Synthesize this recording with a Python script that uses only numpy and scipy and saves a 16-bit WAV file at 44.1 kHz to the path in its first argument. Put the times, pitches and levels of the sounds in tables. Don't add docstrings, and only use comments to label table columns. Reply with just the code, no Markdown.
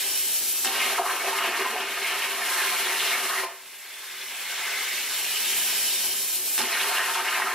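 import sys
import numpy as np
from scipy import signal
from scipy.fft import rfft, irfft, next_fast_len
from scipy.io import wavfile
from scipy.ndimage import uniform_filter1d

SR = 44100
rng = np.random.default_rng(int(sys.argv[2]) if len(sys.argv) > 2 else 0)


def master(y):
    cut = np.clip(np.atleast_2d(y).T, -1, 1)
    pcm = np.round(cut * 32767)
    wavfile.write(sys.argv[1], SR, pcm.astype(np.int16))


N = 332514


# frequency in Hz, level in dB.
ROOM_ECHO = [(200, -2.5), (1000, -3.5), (2500, -4.5), (6000, -7.5), (14000, -31)]
# frequency in Hz, gain in dB.
PORT_WIDTH = [(60, -17), (200, -21.5), (1400, -31), (2300, -23.5), (3200, -12), (4400, -3.5), (6000, 0.5),
              (8000, 3), (10000, 6.5), (15000, 8.5)]
# centre in Hz, width in Hz, peak in dB.
TABLE_RESONANCES = [(245.7, 48, 5), (388, 42, 10), (683, 30, 10.5), (734, 26, 11), (866, 28, 7),
                    (912, 26, 7.5), (1032, 24, 8.5), (1056, 24, 5), (1115, 30, 2), (1238, 70, 5.5),
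                    (1365, 50, 3), (1557, 42, 6.5), (1608, 30, 5.5), (1765, 55, 6.5), (1848, 32, 7),
                    (1890, 30, 6), (2130, 100, 4.5), (2235, 42, 7), (2350, 30, 1), (2485, 70, 4.5),
                    (2638, 40, 5), (2780, 130, 3), (2888, 42, 6.5), (3060, 70, 2), (3270, 50, 0),
                    (4220, 110, 2.5), (5230, 110, -2), (9800, 650, 0.5), (10700, 160, -4)]
# centre in Hz, width in Hz, peak in dB.
NOZZLE_RESONANCES = [(392, 80, 8.5), (860, 30, 3), (1050, 25, 1), (1240, 40, 1), (1355, 30, 5),
                     (1501, 24, 5.5), (1557, 30, 6.5), (1606, 26, 4), (1680, 36, 2), (1757, 36, 2),
                     (2086, 40, 3.5), (2178, 44, 1), (2250, 40, 2), (2475, 50, 4), (2636, 30, 3),
                     (2783, 26, 2.5), (2915, 45, 3), (2995, 40, 1), (3119, 44, 6), (3185, 36, 2),
                     (3475, 36, 2), (3635, 44, 4), (3780, 40, 0), (4090, 44, 1.5), (4200, 50, 1.5),
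                     (5430, 80, 3), (6080, 70, -1), (7060, 120, 0), (7450, 100, 2), (7800, 200, -2),
                     (8250, 160, -3), (8800, 260, -3), (9200, 150, -3), (10860, 110, 4), (11700, 270, -2),
                     (12300, 140, 3), (13700, 160, 2)]

# arc on in seconds, arc off in seconds.
BURNS = [(0.649, 3.452), (6.583, 7.7)]

# time before the strike in seconds, roar level in dB, roar centre in Hz.
TORCH_APPROACH = [(3.14, -31, 2200), (2.35, -26, 2450), (1.87, -23, 2180), (1.63, -27.5, 2740),
                  (0.82, -33, 3130), (0.65, -33.5, 3740), (0.15, -49.5, 1700), (0.02, -44.5, 1800)]
# frequency in Hz, density in dB per Hz.
AIR_RUSH_SPECTRUM = [(25, -46), (55, -50), (110, -11), (180, -4), (260, 1), (390, -0.5), (550, 2.5),
                     (800, 4), (1300, -3), (2500, 1.5), (5000, -26)]
# frequency in Hz, density in dB per Hz.
AIR_HISS_SPECTRUM = [(1000, -23), (2500, 3.5), (4000, 6), (6000, 6), (8000, 6), (9700, 5.5), (11500, 7),
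                     (13200, 5.5), (14000, 1.5), (15500, -1)]
# middle before the strike in seconds, length in seconds, level in dB, pitch in Hz, width in Hz.
AIR_WHISTLES = [(2.13, 2.2, -48, 3478, 37), (1.8, 1, -38.5, 2110, 280), (0.85, 1.7, -39.5, 3010, 220),
                (0.66, 1.1, -46, 5520, 170), (0.5, 2.0, -53, 9400, 200), (0.2, 0.9, -45, 14000, 200)]

# time in seconds, level in dB.
SPARK_CRACKS = [(0.6478, 5), (0.6515, -1), (0.6564, 2), (0.6603, -10), (0.6682, -2), (1.0644, -13),
                (1.574, -13), (6.5796, 5), (6.5888, 0), (6.593, -1), (6.5968, -8), (6.6055, -3),
                (6.617, -2), (6.722, -8), (6.7284, -8)]
# start in seconds, level in dB, pitch in Hz.
STRIKE_NOTES = [(0.656, -29.5, 776), (6.6, -27.5, 866)]
# middle in seconds, level in dB, centre in Hz.
JET_PUFFS = [(0.6746, -28, 3220), (0.925, -34, 731), (0.994, -25.5, 825), (0.985, -27.5, 1214),
             (1.02, -34, 996), (1.064, -26.5, 1067), (1.088, -33, 1162), (1.109, -31, 1087),
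             (1.145, -40, 657), (1.25, -35, 643), (1.28, -31.5, 848), (1.33, -32, 1010), (1.389, -37, 1156),
             (1.42, -29, 1253), (1.45, -33, 1060), (1.478, -33.5, 1002), (1.518, -41, 757),
             (1.574, -37, 1100), (1.602, -35, 1325), (1.628, -37, 1060), (1.658, -30.5, 946),
             (1.76, -34.5, 733), (3.255, -34, 1140), (3.338, -30, 1196), (3.434, -32.5, 1045),
             (6.617, -27, 4190), (6.846, -32, 1048), (6.905, -42, 641), (6.922, -35, 1290),
             (7.157, -29.5, 1190), (7.173, -36.5, 900), (7.199, -31.5, 1275), (7.403, -27.5, 1075),
             (7.42, -27, 1810), (7.471, -28.5, 1180)]
# middle in seconds, length in seconds, level in dB, centre in Hz.
HOLLOW_THUMPS = [(0.665, 0.085, -47.5, 300), (0.995, 0.05, -34, 476), (1.164, 0.04, -43, 400),
                 (1.278, 0.041, -40, 425), (1.485, 0.061, -38, 416), (1.605, 0.062, -35.5, 410),
                 (1.657, 0.03, -42, 410), (1.754, 0.07, -38, 436), (1.815, 0.04, -47, 440),
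                 (3.437, 0.025, -35.5, 524), (6.616, 0.1, -46.5, 258)]
# middle in seconds, length in seconds, level in dB, centre in Hz.
KERF_HOWLS = [(0.73, 0.13, -41, 3500), (0.815, 0.082, -29.5, 2380), (1.135, 0.028, -33, 2500),
              (1.462, 0.06, -35, 2600), (2.06, 0.12, -33.5, 2240), (2.122, 0.038, -36, 2850),
              (2.52, 0.024, -32, 1700), (2.636, 0.03, -30, 1600), (2.86, 0.06, -32, 3700),
              (3.01, 0.076, -31, 3400), (3.075, 0.1, -35, 3460), (3.14, 0.14, -35.5, 2150),
              (3.295, 0.04, -35, 3970), (3.385, 0.046, -34, 2150), (6.591, 0.023, -32, 2450),
              (6.652, 0.035, -35, 2180), (6.735, 0.044, -31, 2100), (6.74, 0.08, -37, 3900),
              (6.765, 0.053, -31, 1570), (6.81, 0.05, -32, 3500), (6.97, 0.04, -31, 2880),
              (7.0, 0.13, -32, 1700), (7.1, 0.066, -34, 1470), (7.36, 0.072, -32.5, 1830)]

# time in seconds, roar level in dB,
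# roar centre in Hz, blow-through level under the sheet in dB, nozzle hiss level in dB.
CUT_COURSE = [(0.66, -36, 3030, -39.5, -30.5), (0.9, -33, 2560, -36.5, -33.5),
              (1.03, -34.5, 1900, -44, -35), (1.2, -35.5, 2400, -39.5, -35), (1.65, -34.5, 2330, -39, -38),
              (1.85, -35, 2770, -42.5, -39.5), (2.3, -36, 2430, -41, -36), (2.55, -33, 2200, -43, -31.5),
              (3.08, -33.5, 2600, -41, -33.5), (3.27, -34, 1910, -39.5, -33), (3.44, -37, 1860, -43.5, -37),
              (6.6, -37, 2800, -35.5, -27.5), (6.68, -34, 2740, -44.5, -34.5),
              (6.89, -36, 2100, -37.5, -32), (7.02, -32, 2030, -53, -35), (7.14, -35, 2020, -43, -32.5),
              (7.24, -30.5, 2270, -42.5, -35.5), (7.54, -35, 1760, -43.5, -37.5)]
# middle in seconds, length in seconds, lift in dB, shift of the centre in octaves.
ROAR_FLARES = [(0.804, 0.21, 2.5, -0.074), (1.11, 0.075, 2, 0.12), (1.29, 0.04, 6, -0.02),
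               (1.384, 0.07, 5, -0.015), (1.453, 0.11, 5.5, -0.1), (1.59, 0.14, 4, -0.038),
               (2.084, 0.48, 3.5, 0), (2.24, 0.098, 2.5, -0.071), (2.46, 0.063, 1, 0.05),
               (2.535, 0.051, 3, 0.03), (2.596, 0.13, 1.5, -0.059), (3.006, 0.071, 1, 0.13),
               (3.092, 0.2, 5, 0.083), (3.39, 0.081, 2, 0), (6.752, 0.11, 4, -0.19), (6.808, 0.056, 7, 0),
               (6.966, 0.13, 4, -0.064), (7.29, 0.043, 1.5, -0.072), (7.342, 0.085, 3, 0.23),
               (7.417, 0.056, 3, -0.033)]
# middle in seconds, length in seconds, level change in dB.
JET_CHANGES = [(1.024, 0.1, -10), (1.168, 0.055, -2), (1.247, 0.057, -0.5), (1.525, 0.06, -0.5),
               (1.69, 0.05, -1.5), (1.944, 0.065, -2), (3.28, 0.048, -4.5), (3.35, 0.044, -1),
               (7.047, 0.05, 0), (7.236, 0.052, -5), (7.507, 0.036, 2.5)]
# frequency in Hz, density in dB per Hz.
BLOW_SPECTRUM = [(25, -44), (55, -61), (110, -26), (180, -15.5), (260, -10), (390, 0), (550, -1.5),
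                 (750, -3), (1100, 2), (2000, -3.5), (5000, -46)]
# frequency in Hz, density in dB per Hz.
ARC_HISS_SPECTRUM = [(1000, -22.5), (3000, 10), (3800, 9), (4700, 6.5), (6000, 5.5), (8500, 3.5),
                     (10800, 4.5), (13000, 4), (14300, -1.5), (15500, -22)]

ROOM_T60_S, GANTRY_DB = 0.51, -12
AIR_HISS_DB, AIR_RUSH_DB = -31, -48
AIR_SAG_DB, AIR_RISE_DB_PER_S = -21, 10
RUSH_ROAR_SHARE, RUSH_FLOW_SHARE = 0.19, 0.96
CREST_DB = -12.5
PIERCE_DB, PIERCE_LAG_S, PIERCE_S = -6, 0.043, 0.16
NOTE_ATTACK_S, NOTE_T60_S = 0.004, 0.14
PUFF_CYCLES = 34
SMALL_GOBS_PER_S, SMALL_GOB_DB, SMALL_GOB_HZ = 6, -53.5, 999
CHANGE_OCTAVES_PER_DB = 0.05
FLARE_HISS_SHARE, CHANGE_HISS_SHARE = 0.35, 0.41

FRAME = 256
HOP = FRAME // 4
TIME = np.arange(N) / SR
FRAME_S = np.arange(N // HOP + 2) * HOP / SR
BIN_HZ = np.maximum(np.fft.rfftfreq(FRAME, 1 / SR), 20)[:, None]
SIZE = next_fast_len(N + SR, True)
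FREQ = np.maximum(np.fft.rfftfreq(SIZE, 1 / SR), 1)


def undb(db):
    return 10 ** (np.asarray(db) / 20)


def colour(points):
    hz, db = np.transpose(points)
    return undb(np.interp(np.log(FREQ), np.log(hz), db))


def resonances(modes):
    power = 1
    for hz, width, db in modes:
        power = power + undb(db) ** 2 / (1 + (2 * (FREQ - hz) / width) ** 2) ** 2
    return np.sqrt(power)


def filtered(x, gain):
    return irfft(rfft(x, SIZE) * gain, SIZE)[..., :N]


def causal(gain):
    cepstrum = irfft(np.log(gain), SIZE)
    cepstrum[1:SIZE // 2] *= 2
    cepstrum[SIZE // 2 + 1:] = 0
    return np.exp(rfft(cepstrum))


def bandpass(x, low_hz, high_hz):
    return signal.sosfilt(signal.butter(2, [low_hz, high_hz], "band", fs=SR, output="sos"), x)


def noise(gain):
    x = filtered(rng.standard_normal(N), gain)
    return x / x.std()


def walk(rate_hz):
    return noise(np.exp(-(FREQ / rate_hz) ** 2))


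def controls(table):
    s, *columns = np.transpose(table)
    return [np.interp(TIME, s, column) for column in columns]


def swell(middle_s, length_s):
    out = np.zeros(N)
    span = np.abs(TIME - middle_s) < length_s / 2
    out[span] = np.cos(np.pi * (TIME[span] - middle_s) / length_s) ** 2
    return out


def puff(middle_s, length_s, db, hz, sharpness):
    shape = swell(middle_s, length_s)
    span = np.abs(TIME - middle_s) < length_s / 2
    spread = 1 + .5 / sharpness
    band = bandpass(rng.standard_normal(SR // 2), hz / spread, hz * spread)
    out = np.zeros(N)
    if span.any():
        burst = band[-span.sum():] * shape[span]
        out[span] = burst * undb(db) * np.linalg.norm(shape[span]) / (np.linalg.norm(burst) + 1e-18)
    return out


def jet(centre_hz, rise, fall, flicker_db, low_hz):
    ratio = BIN_HZ / np.interp(FRAME_S, TIME, centre_hz)
    hump = ratio ** rise / np.sqrt(1 + ratio ** (2 * (rise + fall)))
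    hump_rms = np.sqrt(np.mean(hump ** 2, axis=0))
    eddies = rng.standard_normal(hump.shape)
    eddies = uniform_filter1d(eddies, size=5, axis=0)
    eddies = uniform_filter1d(eddies, size=12, axis=1)
    gain = hump / hump_rms * undb(flicker_db * eddies / eddies.std())
    white = signal.stft(rng.standard_normal(N + FRAME), nperseg=FRAME, noverlap=FRAME - HOP)[2]
    x = signal.istft(white[:, :len(FRAME_S)] * gain, nperseg=FRAME, noverlap=FRAME - HOP)[1][:N]
    x = filtered(x, 1 / np.sqrt(1 + (low_hz / FREQ) ** 6))
    return x / x.std()


def echoes(t60_s, delay_s):
    decay = undb(-60 * np.minimum(TIME / t60_s, 4))
    tail = rng.standard_normal(N) * decay * (TIME > delay_s)
    return rfft(tail / np.linalg.norm(tail), SIZE)


def reflections(x, t60_s, delay_s, count=4):
    shares = np.array([walk(5) for _ in range(count)])
    shares /= np.linalg.norm(shares, axis=0)
    return sum(filtered(x * share, echoes(t60_s, delay_s)) for share in shares)


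def workshop(x):
    gantry = undb(GANTRY_DB) / np.sqrt(1 + (3800 / FREQ) ** 6)
    room = colour(ROOM_ECHO)
    direct = filtered(x, (1 + gantry * echoes(0.05, 0.0002)) / np.hypot(1, room))
    mid = direct + filtered(reflections(x, ROOM_T60_S, .005), room / np.hypot(1, room))
    near_side = 0.69 * reflections(x, 0.025, 0.00055)
    room_side = 0.5 * reflections(x, ROOM_T60_S, 0.0062, count=2)
    side = filtered(near_side + room_side, colour(PORT_WIDTH))
    return np.array([mid + side, mid - side])


def fan(hz=398, db=-72):
    pitch_hz = hz * (1 + 0.0035 * walk(5.6))
    return undb(db) * np.sqrt(2) * np.sin(2 * np.pi * np.cumsum(pitch_hz) / SR)


def airflow_db():
    flow_db = 0
    for on, off in BURNS:
        climb_db = AIR_SAG_DB + AIR_RISE_DB_PER_S * np.maximum(TIME - off, 0)
        flow_db = flow_db + (TIME > (on + off) / 2) * np.minimum(climb_db, 0)
    return flow_db


def approach():
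    return controls([(on - before, db, hz) for on, off in BURNS for before, db, hz in TORCH_APPROACH])


def air():
    flow_db = airflow_db()
    roar_db, centre_hz = approach()
    rush_db = RUSH_FLOW_SHARE * flow_db + RUSH_ROAR_SHARE * (roar_db - roar_db.min())
    hump = jet(centre_hz, rise=1.15, fall=1.66, flicker_db=1.9, low_hz=388)
    crest = jet(centre_hz, rise=3.1, fall=9.4, flicker_db=5.5, low_hz=370)
    crested = (hump + undb(CREST_DB) * crest) / np.hypot(1, undb(CREST_DB))
    roar = crested * undb(roar_db + flow_db + 0.58 * walk(29.0))
    rush = noise(colour(AIR_RUSH_SPECTRUM)) * undb(AIR_RUSH_DB + rush_db + 0.9 * walk(12))
    hiss = noise(colour(AIR_HISS_SPECTRUM)) * undb(AIR_HISS_DB + flow_db + 0.96 * walk(22))
    return roar + rush + hiss


def sheet_bounce(notch_hz=1415, width_hz=60, depth_db=-4.0):
    return undb(depth_db / (1 + ((FREQ - notch_hz) / width_hz) ** 2))


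def whistles(drift=0.008, flutter_db=2.5):
    clock = np.cumsum(1 + drift * walk(8.98)) / SR
    out = 0
    for before, length, db, hz, width in AIR_WHISTLES:
        grain = noise(1 / (1 + (2 * FREQ / width) ** 2))
        note = grain * np.sqrt(2) * np.sin(2 * np.pi * hz * clock)
        out = out + note * undb(db) * sum(swell(on - before, length) for on, off in BURNS)
    return out * undb(flutter_db * walk(12))


def honk(waver=0.0122, rough_db=-2.0):
    pitch = 1 + waver * walk(93)
    grain = undb(rough_db * walk(150))
    out = 0
    for s, db, hz in STRIKE_NOTES:
        age = np.maximum(TIME - s, 0)
        decay = undb(db - 60 * np.minimum(age / NOTE_T60_S, 2))
        envelope = np.minimum(age / NOTE_ATTACK_S, 1) * decay
        out = out + envelope * np.sqrt(2) * np.sin(2 * np.pi * np.cumsum(hz * pitch) / SR)
    return out * grain


def sparks(lit, spit_rate=45, spit_db=-25.5, low_hz=1000, high_hz=7000, fizz_db=-7, fizz_t60_s=0.01):
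    spit_level_db = spit_db + 1.7 * np.clip(rng.standard_normal(N), -2, 2)
    pulses = (rng.random(N) < lit * spit_rate / SR) * undb(spit_level_db)
    for s, db in SPARK_CRACKS:
        pulses[int(s * SR)] += undb(db)
    fizz = undb(fizz_db) * echoes(fizz_t60_s, 0)
    pulses = filtered(pulses, (1 + fizz) / np.hypot(1, undb(fizz_db)))
    return bandpass(pulses, low_hz, high_hz)


def small_gobs(scatter_db=14.0, scatter_octaves=0.343, count=120):
    chance = rng.random((count, 3))
    times = np.cumsum(-np.log(1 - chance[:, 0]) / SMALL_GOBS_PER_S)
    rows = []
    for s, (a, b) in zip(times, 2 * chance[:, 1:] - 1):
        if any(on < s < off for on, off in BURNS):
            rows.append((s, SMALL_GOB_DB + scatter_db * a, SMALL_GOB_HZ * 2 ** (scatter_octaves * b)))
    return rows


def sputters(puff_sharpness=2.5, thump_sharpness=2.2):
    rows = JET_PUFFS + small_gobs()
    puffs = sum(puff(s, PUFF_CYCLES / hz, db, hz, puff_sharpness) for s, db, hz in rows)
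    return puffs + sum(puff(*row, thump_sharpness) for row in HOLLOW_THUMPS)


def howls(sharpness=4.3):
    return sum(puff(*row, sharpness) for row in KERF_HOWLS)


def burning(strike_s=0.0049, quench_s=0.019):
    lit = 0
    for on, off in BURNS:
        struck = np.clip((TIME - on) / strike_s, 0, 1)
        lit = lit + struck * np.clip((off - TIME) / quench_s + .5, 0, 1)
    return lit


def piercing_db():
    return sum(PIERCE_DB * swell(on + PIERCE_LAG_S, PIERCE_S) for on, off in BURNS)


def arc():
    roar_db, centre_hz, blow_db, hiss_db = controls(CUT_COURSE)
    change_db = sum(db * swell(s, length) for s, length, db in JET_CHANGES)
    flare_db = sum(db * swell(s, length) for s, length, db, octaves in ROAR_FLARES)
    opening_db = flare_db + piercing_db()
    shift = sum(octaves * swell(s, length) for s, length, db, octaves in ROAR_FLARES)
    shift = shift + CHANGE_OCTAVES_PER_DB * change_db
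    centre_hz = centre_hz * 2 ** shift * np.exp(0.07 * walk(32))
    shake = walk(93)
    roar = jet(centre_hz, rise=1.09, fall=2.75, flicker_db=2.5, low_hz=290)
    roar = roar * undb(roar_db + opening_db + change_db + 0.57 * shake)
    blow = noise(colour(BLOW_SPECTRUM)) * undb(blow_db + change_db + 0.83 * shake + 0.92 * walk(35))
    hiss_db = hiss_db + FLARE_HISS_SHARE * opening_db + CHANGE_HISS_SHARE * change_db
    hiss = noise(colour(ARC_HISS_SPECTRUM)) * undb(hiss_db + 1.07 * walk(25))
    return roar + blow + hiss


def scene():
    lit = np.clip(burning(), 0, 1)
    cold = np.sqrt(1 - lit ** 2)
    torch = causal(resonances(NOZZLE_RESONANCES) * sheet_bounce())
    blowing = filtered(cold * air(), torch) + cold * whistles()
    table = causal(resonances(TABLE_RESONANCES))
    cutting = filtered(lit * arc() + sparks(lit) + sputters() + howls(), table)
    return workshop(cutting + blowing + honk() + fan())


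def record(dry, ceiling=0.3, bass_hz=75, top_hz=15600):
    rounded = dry / (1 + (dry / ceiling) ** 4) ** (1 / 4)
    thin = signal.sosfilt(signal.butter(2, bass_hz, "high", fs=SR, output="sos"), rounded)
    return signal.sosfilt(signal.ellip(10, .2, 80, top_hz, fs=SR, output="sos"), thin)


dry = scene()
out = record(dry)
master(out)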